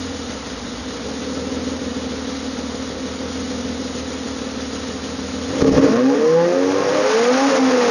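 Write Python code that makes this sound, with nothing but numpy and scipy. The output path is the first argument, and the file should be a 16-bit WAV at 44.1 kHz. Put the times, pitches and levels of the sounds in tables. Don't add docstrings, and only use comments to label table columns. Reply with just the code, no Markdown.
import sys
import numpy as np
from scipy import signal
from scipy.fft import rfft, irfft
from scipy.io import wavfile
from scipy.ndimage import uniform_filter1d, minimum_filter1d

SR = 44100
rng = np.random.default_rng(int(sys.argv[2]) if len(sys.argv) > 2 else 0)


def gain_from_db(level_db):
    decades = np.asarray(level_db, float) / 20
    return 10 ** decades


def wav_record(signal):
    frames = np.transpose(np.atleast_2d(signal))
    bounded = np.clip(frames, -1, 1)
    quanta = np.round(bounded * 32767).astype(np.int16)
    wavfile.write(sys.argv[1], SR, quanta)


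N = 348390
T = np.arange(N) / SR

# time in seconds, firings per second.
REV = [(5.45, 40.6), (5.6, 54), (5.85, 96), (5.98, 120.5), (6.09, 135.4), (6.25, 155.8), (6.41, 169.8),
       (6.79, 193.5), (7.01, 203.8), (7.13, 217.5), (7.3, 248.7), (7.44, 276.5), (7.5, 273), (7.57, 261.6),
       (7.6, 266.9), (7.78, 249), (7.9, 232.3)]
CYLINDER = [0.67, 1.5, -0.19, 1.15, -0.76, -1.7]
VALVES = [1, 0.63, -0.58, 0.44, -0.73, -0.26]
# frequency in Hz, width in Hz, level in dB.
PIPE = [(151, 72, -18), (166, 2.8, -26), (197.4, 12.2, -6), (237.8, 13.2, 0), (259.8, 27.6, 5.5),
        (285, 19.3, -4), (355, 37, -10.5), (337.5, 20, -6), (402, 14, -11), (465, 29.3, 4),
        (503.5, 20.4, 2), (530.2, 12.9, 3.5), (601, 27.5, -7), (665, 12, -22), (820, 50, -16),
        (960, 42, -36.5), (1070, 50, -18), (1233, 76, -20), (1480, 350, -29), (1910, 120, -31)]
# time in seconds, level in dB.
POPS = [(5.618, -3), (5.645, 0), (5.659, -13.5), (5.684, -11), (5.775, -2), (5.829, -4.5), (5.856, -9.5),
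        (7.484, -9), (7.508, -26), (7.527, -8), (7.547, -10.5), (7.575, -27.5), (7.678, -14)]
# time in seconds, level in dB.
SLAMS = [
    (5.6255, 1),
    (5.6625, 0),
    (5.6885, -2),
    (5.6928, 4),
    (5.7815, -3),
    (5.7895, -2),
]
# frequency in Hz, density in dB per Hz.
RASP = [(560, -3.5), (800, -1), (1200, -2.5), (2000, -7.5), (3000, -14), (4200, -15.5)]
HISS = [(700, -7), (1050, -17), (1300, -1.5), (1600, -13), (1950, -7.5), (2500, -13), (3200, -8.5),
        (4000, -9), (5500, -8.5), (6900, -8.5)]
RUMBLE = [(12, -70), (22, -42), (65, -8), (151, -18), (248, -2), (341, -16), (393, -17), (476, -11),
          (665, -23), (900, -22), (1170, -52), (1980, -120)]
# frequency in Hz, gain in dB.
OPEN_HISS = [(1500, 1.5), (2600, 0), (3600, -6.5), (5000, 2.5), (5800, 4), (6900, -5)]
# frequency in Hz, width in Hz, level in dB.
WHINE = [(2955, 12, -57), (1850, 15, -58), (3650, 15, -59), (3850, 600, -44)]
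# frequency in Hz, gain in dB.
MIRROR = [(9090, -12), (9600, -15), (10200, -22.5), (11000, -29), (12000, -38.5), (13000, -60),
          (14200, -102)]
# time in seconds, level in dB.
LOAD = [(0, -33.5), (.15, -32), (.6, -36.5), (1.4, -27), (2.2, -29.5), (5.45, -30.5), (5.58, -21),
        (5.66, -18), (5.72, -20.5), (5.79, -11), (5.87, -21), (6.1, -22.5), (6.4, -25), (6.65, -25),
        (6.9, -22), (7.13, -19.5), (7.45, -24), (7.9, -17)]
# time in seconds, level in dB over idle.
THROTTLE = [(5.45, -0.5), (5.62, 7), (5.87, 10.5), (5.97, 6.5), (6.03, 4), (6.3, 7.5), (6.5, 5.5),
            (6.9, 11), (7.05, 13), (7.13, 16), (7.2, 17), (7.42, 17.5), (7.55, 18.5), (7.66, 15),
            (7.75, 16), (7.9, 17)]
# middle in seconds, half length in seconds, added chance in dB,
# added bank-against-bank unevenness in dB.
SPELLS = [
    (0.505, 1, 4.5, 3),
    (5.702, 0.13, 11, 14.5),
    (6.174, 0.085, 8, 19.5),
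    (6.81, 0.28, 9, 29.5),
    (7.546, .05, 9.5, 4),
    (7.706, 0.022, 7, 2.5),
]
# frequency in Hz, width in Hz, level in dB.
NOTES = [(111, 45, -34.5), (167.3, 11, -23), (269, 42.5, -12.5), (324, 52, -26), (449, 49, -13),
         (498.6, 33, -12.5), (540.3, 30, -18), (608.5, 19, -19), (710, 41, -27.5), (819, 50, -20),
         (374, 48, -22.5), (1120, 50, -35.5), (1140, 40, -27), (1240, 53, -24.5)]
ORDER_DB = [2, 2.5, 3.5, -3, -4.5, -5, -8, -11]
# multiple of the firing rate, level in dB.
IDLE_LINES = [(5, -45), (6, -35.5), (6.5, -37.5), (12, -45.5)]
# sixths of the firing rate, level in dB.
SUB_ORDERS = [(3, -5.5), (4, -15.5), (5, -12)]
# middle in seconds, half length in seconds, order, gain in dB.
STUMBLES = [(5.93, .07, 7, -10), (6.97, .08, 4, -8.5), (6.44, .04, 5, -8), (6.34, 0.068, 2, -3),
            (6.4, .12, 7, -5.5), (6.0, .15, 3, -7.5), (7.476, 0.016, 2, -8), (7.531, 0.072, 3, -15),
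            (7.556, 0.025, 1, -13), (7.558, .037, 2, 7), (7.631, .04, 2, -19), (5.93, .05, 2, 6),
            (6.49, 0.036, 2, 5.5), (7.335, .02, 2, -10), (7.69, .025, 2, -10), (7.76, 0.046, 2, -1.5),
            (7.27, 0.047, 1, -4.5), (7.39, .03, 1, -6), (7.8, .07, 1, -2.5), (7.1, .04, 1, -11),
            (5.9, .05, 1, -9), (6.18, 0.036, 3, -6), (9.9, 0.027, 3, -5.5), (6.35, .09, 5, -10.5),
            (5.9, .04, 5, -9.5), (7.0, .07, 6, -9), (7.8, .06, 5, -9)]
# middle in seconds, half length in seconds, order, level in dB.
SWELLS = [(5.84, .045, 5, -19), (5.83, .045, 3, -19.5), (5.93, 0.043, 6, -30.5), (5.665, .022, 7.5, -16),
          (6.27, .04, 3, -23), (7.55, .03, 2, -22.5), (6.22, 0.061, 1.5, -26.5), (6.66, 0.11, 1.5, -18.5),
          (6.82, .07, 1.5, -30.5), (6.97, .06, 1.5, -24.5), (6.26, 0.065, 2.5, -32),
          (6.69, 0.18, 2.5, -20.5), (6.93, 0.073, 2.5, -26), (7.05, .05, 2.5, -18), (6.13, 0.034, 3.5, -18),
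          (5.8, 0.044, 3.5, -18), (6.55, 0.094, 3.5, -34.5), (6.85, .05, 3.5, -33.5), (5.94, .05, 4.5, -26),
          (6.7, 0.042, 4.5, -33), (7.33, .05, 4.5, -35.5), (6.83, 0.095, 5.5, -31.5), (7.13, .09, 5.5, -34),
          (6.31, 0.058, 6.5, -31), (6.42, 0.065, 7, -37.5), (6.4, .04, 5, -23.5), (7.28, .03, 5, -33.5),
          (6.4, .04, 6, -31.5), (7.1, 0.043, 7, -33.5), (7.5, .04, 5, -32.5)]
# middle in seconds, half length in seconds, gain in dB.
BLASTS = [(.3, .04, 1.5), (.68, 0.091, -1), (5.68, 0.022, 2.5), (5.758, 0.022, 0), (5.84, .03, 1.5),
          (6.14, .02, 1.5), (7.115, .035, 3.5), (7.18, .02, 2.5), (7.42, .03, 3.5), (7.5, .015, 2),
          (7.568, 0.027, 4), (7.63, 0.027, -1), (7.784, .03, 1.5), (7.87, .03, 2)]
# time in seconds, depth in dB.
DUCKS = [
    (5.629, 8),
    (5.697, 6.5),
    (5.793, 4.5),
    (6.01, 4),
    (7.605, 3),
]
# buffer number, level in dB.
JOINS = [(2, -3), (4, -12), (7, -9), (8, -9), (10, -7), (18, -10), (19, -13), (25, -12), (26, -13), (29, 0),
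         (30, -4), (39, -16), (43, -13), (45, -3), (46, -8), (47, 0), (52, -10), (53, -16), (54, 0),
         (55, 3), (56, -1), (58, -1)]

IDLE_RATE = 39.3


def evened(x):
    return x / np.sqrt(np.mean(x ** 2))


def steadied(x):
    return x / np.sqrt(uniform_filter1d(uniform_filter1d(x ** 2, size=5000), size=5000))


def ramp(x, low, span):
    return np.clip((x - low) / span, 0, 1)


def bump(middle_s, half_s, power=2):
    return np.exp(-((T - middle_s) / half_s) ** power)


def curve(rows, axis):
    rows = np.array(rows)
    return np.interp(T, rows[:, 0], rows[:, axis])


def flicker(size):
    return evened(uniform_filter1d(uniform_filter1d(rng.standard_normal(N), size), size))


def coloured(x, points, low_hz=0, high_hz=SR):
    hz = np.fft.rfftfreq(N, 1 / SR)
    f, db = np.transpose(points)
    gain = gain_from_db(np.interp(np.log(hz + 1), np.log(f), db))
    gain = gain * (hz >= low_hz) * (hz <= high_hz)
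    return irfft(rfft(x) * gain, N)


def resonate(x, hz, width):
    r = np.exp(-np.pi * width / SR)
    return 2 * signal.lfilter([1 - r], [1, -r * np.exp(2j * np.pi * hz / SR)], x).real


def garage(x, t60=.45):
    taps = np.zeros(12000)
    taps[np.arange(300, 11900, 22) + rng.integers(0, 22, 528)] = rng.choice([-1., 1.], 528)
    taps *= gain_from_db(-60 * T[:12000] / t60)
    return signal.oaconvolve(x, taps / np.linalg.norm(taps))[:N]


def engine_speed():
    hunt = 1.3 * np.cos(2 * np.pi * (T - 1.6) / 1.92)
    idle = IDLE_RATE + hunt + 4 * bump(0, .3) - 9.5 * bump(.7, .37)
    return np.where(T < REV[0][0], idle, curve(REV, axis=1))


def body_rumble(speed):
    shake_db = -36 - .3 * (speed - 40)
    rumble = gain_from_db(shake_db) * evened(coloured(rng.standard_normal(N), RUMBLE, high_hz=777))
    drum_hz, drum_width_hz = 82, 36
    drum = resonate(rng.standard_normal(N), drum_hz, drum_width_hz)
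    drum = resonate(drum, drum_hz, drum_width_hz)
    return rumble + gain_from_db(-49.5) * ramp(T, 7.38, .1) * evened(drum)


def rasp_noise(firings):
    puff = .5 + 0.13 * np.exp(-(firings % 1) / 0.55)
    rasp = coloured(puff * rng.standard_normal(N), RASP, low_hz=533)
    return rasp / np.sqrt(np.mean(coloured(rasp, [(1, 0)], 800, 2200) ** 2))


def valve_hiss(firings, speed):
    ticks = 1 + (0.17 + .9 * ramp(speed, 150, 100)) * np.exp(-(firings % 1) / 0.091)
    hiss = evened(coloured(ticks * rng.standard_normal(N), HISS, low_hz=594))
    hiss = evened(hiss + .7 * garage(hiss, t60=.08))
    return hiss + ramp(speed, 50, 40) * (coloured(hiss, OPEN_HISS) - hiss)


def accessory_whine():
    return sum(gain_from_db(db) * evened(resonate(rng.standard_normal(N), hz, width)) for hz, width, db in WHINE)


def gas_noise(firings, rasp_db, hiss_db):
    speed = np.gradient(firings) * SR
    rasp = rasp_noise(firings)
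    valves_db = uniform_filter1d(np.take(VALVES, firings.astype(int) % 6), size=300)
    hiss = valve_hiss(firings, speed)
    whine = accessory_whine()
    fade_db = np.clip(.06 * (speed - 45), 0, 6)
    rasp_db = rasp_db + 2.5 + 0.91 * flicker(size=400)
    hiss_db = hiss_db + 8.5 + valves_db
    hiss_db = hiss_db + 0.6 * flicker(size=200) + 0.54 * flicker(size=3000) + 0.67 * flicker(size=900)
    return gain_from_db(rasp_db) * rasp + gain_from_db(0.8 * valves_db - fade_db) * whine + gain_from_db(hiss_db) * hiss


def pipe(x):
    rung = np.zeros(N)
    for k, (hz, width, db) in enumerate(PIPE):
        rung += (-1) ** k * gain_from_db(db) * resonate(x, hz, width)
    return signal.sosfilt(signal.butter(4, 125, "high", fs=SR, output="sos"), rung)


def pops():
    ring, slam = np.zeros(N), np.zeros(N)
    for s, db in POPS:
        ring[round(s * SR)] = -gain_from_db(db)
    for s, db in SLAMS:
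        slam[round(s * SR)] = -gain_from_db(db)
    t = T[:801] - T[400]
    suck = np.exp(-(t / .0007) ** 2) - .2 * np.exp(-(t / .003) ** 2)
    crack = gain_from_db(-10) * coloured(.4 * ring + 0.56 * slam, [(800, -9.5), (3000, 2.0), (7000, -9.5)])
    return 90 * pipe(ring) + crack + signal.oaconvolve(slam, suck, "same")


def ragged(axis):
    t = T[::200]
    return np.interp(T, t, sum(row[axis] * np.exp(-((t - row[0]) / row[1]) ** 4) for row in SPELLS))


def unevenness(loaded, rough_db, lope_db):
    chance = gain_from_db(-14 - 7 * loaded + rough_db)
    bank = gain_from_db(-4 - 13.5 * loaded + lope_db)
    own = gain_from_db(-3.5 - 17.5 * loaded + 0.71 * lope_db)
    return chance, bank, own


def firing_pulses(firings, step, chance, bank, own):
    at = np.flatnonzero(np.diff(np.floor(firings))) + 1
    k = np.floor(firings[at]).astype(int)
    luck = rng.standard_normal((2000, 2))[:len(k)].T
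    size = 1 + bank[at] * (-1.) ** k + own[at] * np.take(CYLINDER, k % 6) + .6 * chance[at] * luck[0]
    late = .05 * chance[at] * luck[1] - firings[at] + k
    place = np.clip(at + late / step[at], 0, N - 2)
    pulses = np.zeros(N)
    pulses[place.astype(int)] += size * (1 - place % 1)
    pulses[place.astype(int) + 1] += size * (place % 1)
    return pulses


def boom_note(pulses, speed, loaded, lope_db, second_order):
    boom = steadied(resonate(resonate(pulses, 78, 26), 78, 26))
    level_db = -39.5 + 1.36 * np.clip(speed - IDLE_RATE, -1.6, 2.4) + loaded * (-4.5 + 0.36 * lope_db)
    level_db = level_db - 20 * ramp(speed, 100, 28) - 15.5 * ramp(speed, 192, 12)
    return gain_from_db(level_db) * steadied(boom + 2 * (1 - loaded) * second_order)


def order_tones(firings, speed, flow_db, loaded, own, rough_db, lope_db, revved):
    hz = np.arange(2000.)
    lift = np.sqrt(sum((gain_from_db(db) / (1 + (2 * (hz - f) / width) ** 2)) ** 2 for f, width, db in NOTES))
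    sizes = []
    for n, db in enumerate(ORDER_DB):
        bright_db = 0.045 * n * (flow_db - 16.5) / 2
        lost_db = 0.94 * rough_db / (n + 1) + 0.096 * lope_db
        sizes.append(revved * np.interp((n + 1) * speed, hz, lift) * gain_from_db(db + bright_db - lost_db))
    for s, half_s, order, db in STUMBLES:
        n = int(round(order)) - 1
        sizes[n] = sizes[n] * gain_from_db(db * ramp(half_s - abs(T - s), 0, .008))
    tones = np.sqrt(2) * sum(size * np.sin(2 * np.pi * (n + 1) * firings) for n, size in enumerate(sizes))
    for sixths, db in SUB_ORDERS:
        share = round(sixths) / 6
        size = revved * np.minimum(own, 1) * gain_from_db(db) * np.interp(share * speed, hz, lift)
        tones += size * np.sin(2 * np.pi * share * firings)
    idle = np.sqrt(2) * (1 - loaded) * gain_from_db(1.36 * np.minimum(speed - IDLE_RATE, 0))
    tones += idle * sum(gain_from_db(db) * np.cos(np.pi * round(2 * order) * firings) for order, db in IDLE_LINES)
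    for s, half_s, order, db in SWELLS:
        near = slice(round((s - 2 * half_s) * SR), round((s + 2 * half_s) * SR))
        swell = np.exp(-((T[near] - s) / half_s) ** 4)
        tones[near] += np.sqrt(2) * gain_from_db(db) * swell * np.sin(np.pi * round(2 * order) * firings[near])
    return tones


def exhaust(firings, level_db, flow_db):
    step = np.gradient(firings)
    speed = step * SR
    loaded, rough_db, lope_db = ramp(speed, 42, 33), ragged(axis=2), ragged(axis=3)
    chance, bank, own = unevenness(loaded, rough_db, lope_db)
    pulses = firing_pulses(firings, step, chance, bank, own)
    revved = ramp(T, 5.78, .06)
    count = len(ORDER_DB)
    waves = [np.cos(2 * np.pi * (n + 1) * firings) for n in range(count)]
    halves = sum(np.cos(2 * np.pi * (n + .5) * firings) for n in range(count))
    linger = signal.lfilter([1], [1, -.9985], abs(pulses))
    smear = linger * rng.standard_normal(N) * chance * gain_from_db(-25)
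    drive = pulses - revved * 2 * step * (sum(waves) + bank * halves) + smear
    light = np.clip((57 - speed) / 17, 0, 1)
    rounded = 22 * signal.lfilter([.02], [1, -.98], drive)
    rung = pipe(light * rounded + (1 - light) * drive)
    rung -= ramp(speed, 140, 50) * resonate(rung, 260, 90) / 2
    tones = order_tones(firings, speed, flow_db, loaded, own, rough_db, lope_db, revved)
    boom = boom_note(pulses, speed, loaded, lope_db, waves[1])
    return gain_from_db(level_db) * steadied(rung + 0.69 * garage(rung)) + gain_from_db(-0.4) * tones + boom


def scene():
    speed = engine_speed()
    firings = np.cumsum(speed) / SR + 5.87
    flow_db = curve(THROTTLE, axis=1)
    hiss_db = -38.5 + 0.68 * flow_db - 8 * ramp(speed, 50, 70) + 0.15 * np.minimum(speed - IDLE_RATE, 0)
    hiss_db = hiss_db + 3.5 * bump(5.73, 0.079)
    blast_db = sum(db * bump(s, half_s) for s, half_s, db in BLASTS)
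    rasp_db = -41.5 + flow_db + blast_db + 3.5 * bump(5.845, 0.046)
    blows = pops()
    engine = exhaust(firings, curve(LOAD, axis=1) + 0.86, flow_db) + blows + gain_from_db(3.5) * garage(blows)
    gas = gas_noise(firings, rasp_db, hiss_db + blast_db)
    return (engine + gas + body_rumble(speed))[None]


def limiter(x):
    fall = T * 130
    held_db = np.maximum.accumulate(20 * np.log10(abs(x) + 1e-6) + fall) - fall
    duck_db = np.roll(uniform_filter1d(np.maximum(held_db + 1.8, 0), size=60), 70)
    snap_db = sum(db * ramp(T, s, 0.0041) * np.exp(-np.maximum(T - s, 0) / .035) for s, db in DUCKS)
    limited = np.tanh(x / gain_from_db(1.2 * duck_db + snap_db) / 1.8) * 1.8
    peak = uniform_filter1d(-minimum_filter1d(-abs(limited), size=260), size=200)
    excess_db = np.maximum(20 * np.log10(peak + 1e-6) + 7.5, 0)
    return limited / gain_from_db(.8 * ramp(T, 5.88, .05) * excess_db)


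def buffer_joins():
    joins = np.zeros(N)
    for k, db in JOINS:
        joins[round((.006 + k * .128) * SR)] = gain_from_db(-29.5 + db)
    return coloured(joins, [(1, 0)], 6900, 9090)


def band_limit(x):
    return signal.sosfilt(signal.butter(12, 14100, fs=SR, output="sos"), x)


def record(dry):
    kept = coloured(limiter(dry[0]), [(1, 0)], 0, 6900)
    image = coloured(2 * kept * np.cos(2 * np.pi * 16000 * T), MIRROR, 9090, 14200)
    mix = kept + image + buffer_joins()
    return band_limit(mix[None])


dry = scene()
out = record(dry)
wav_record(out)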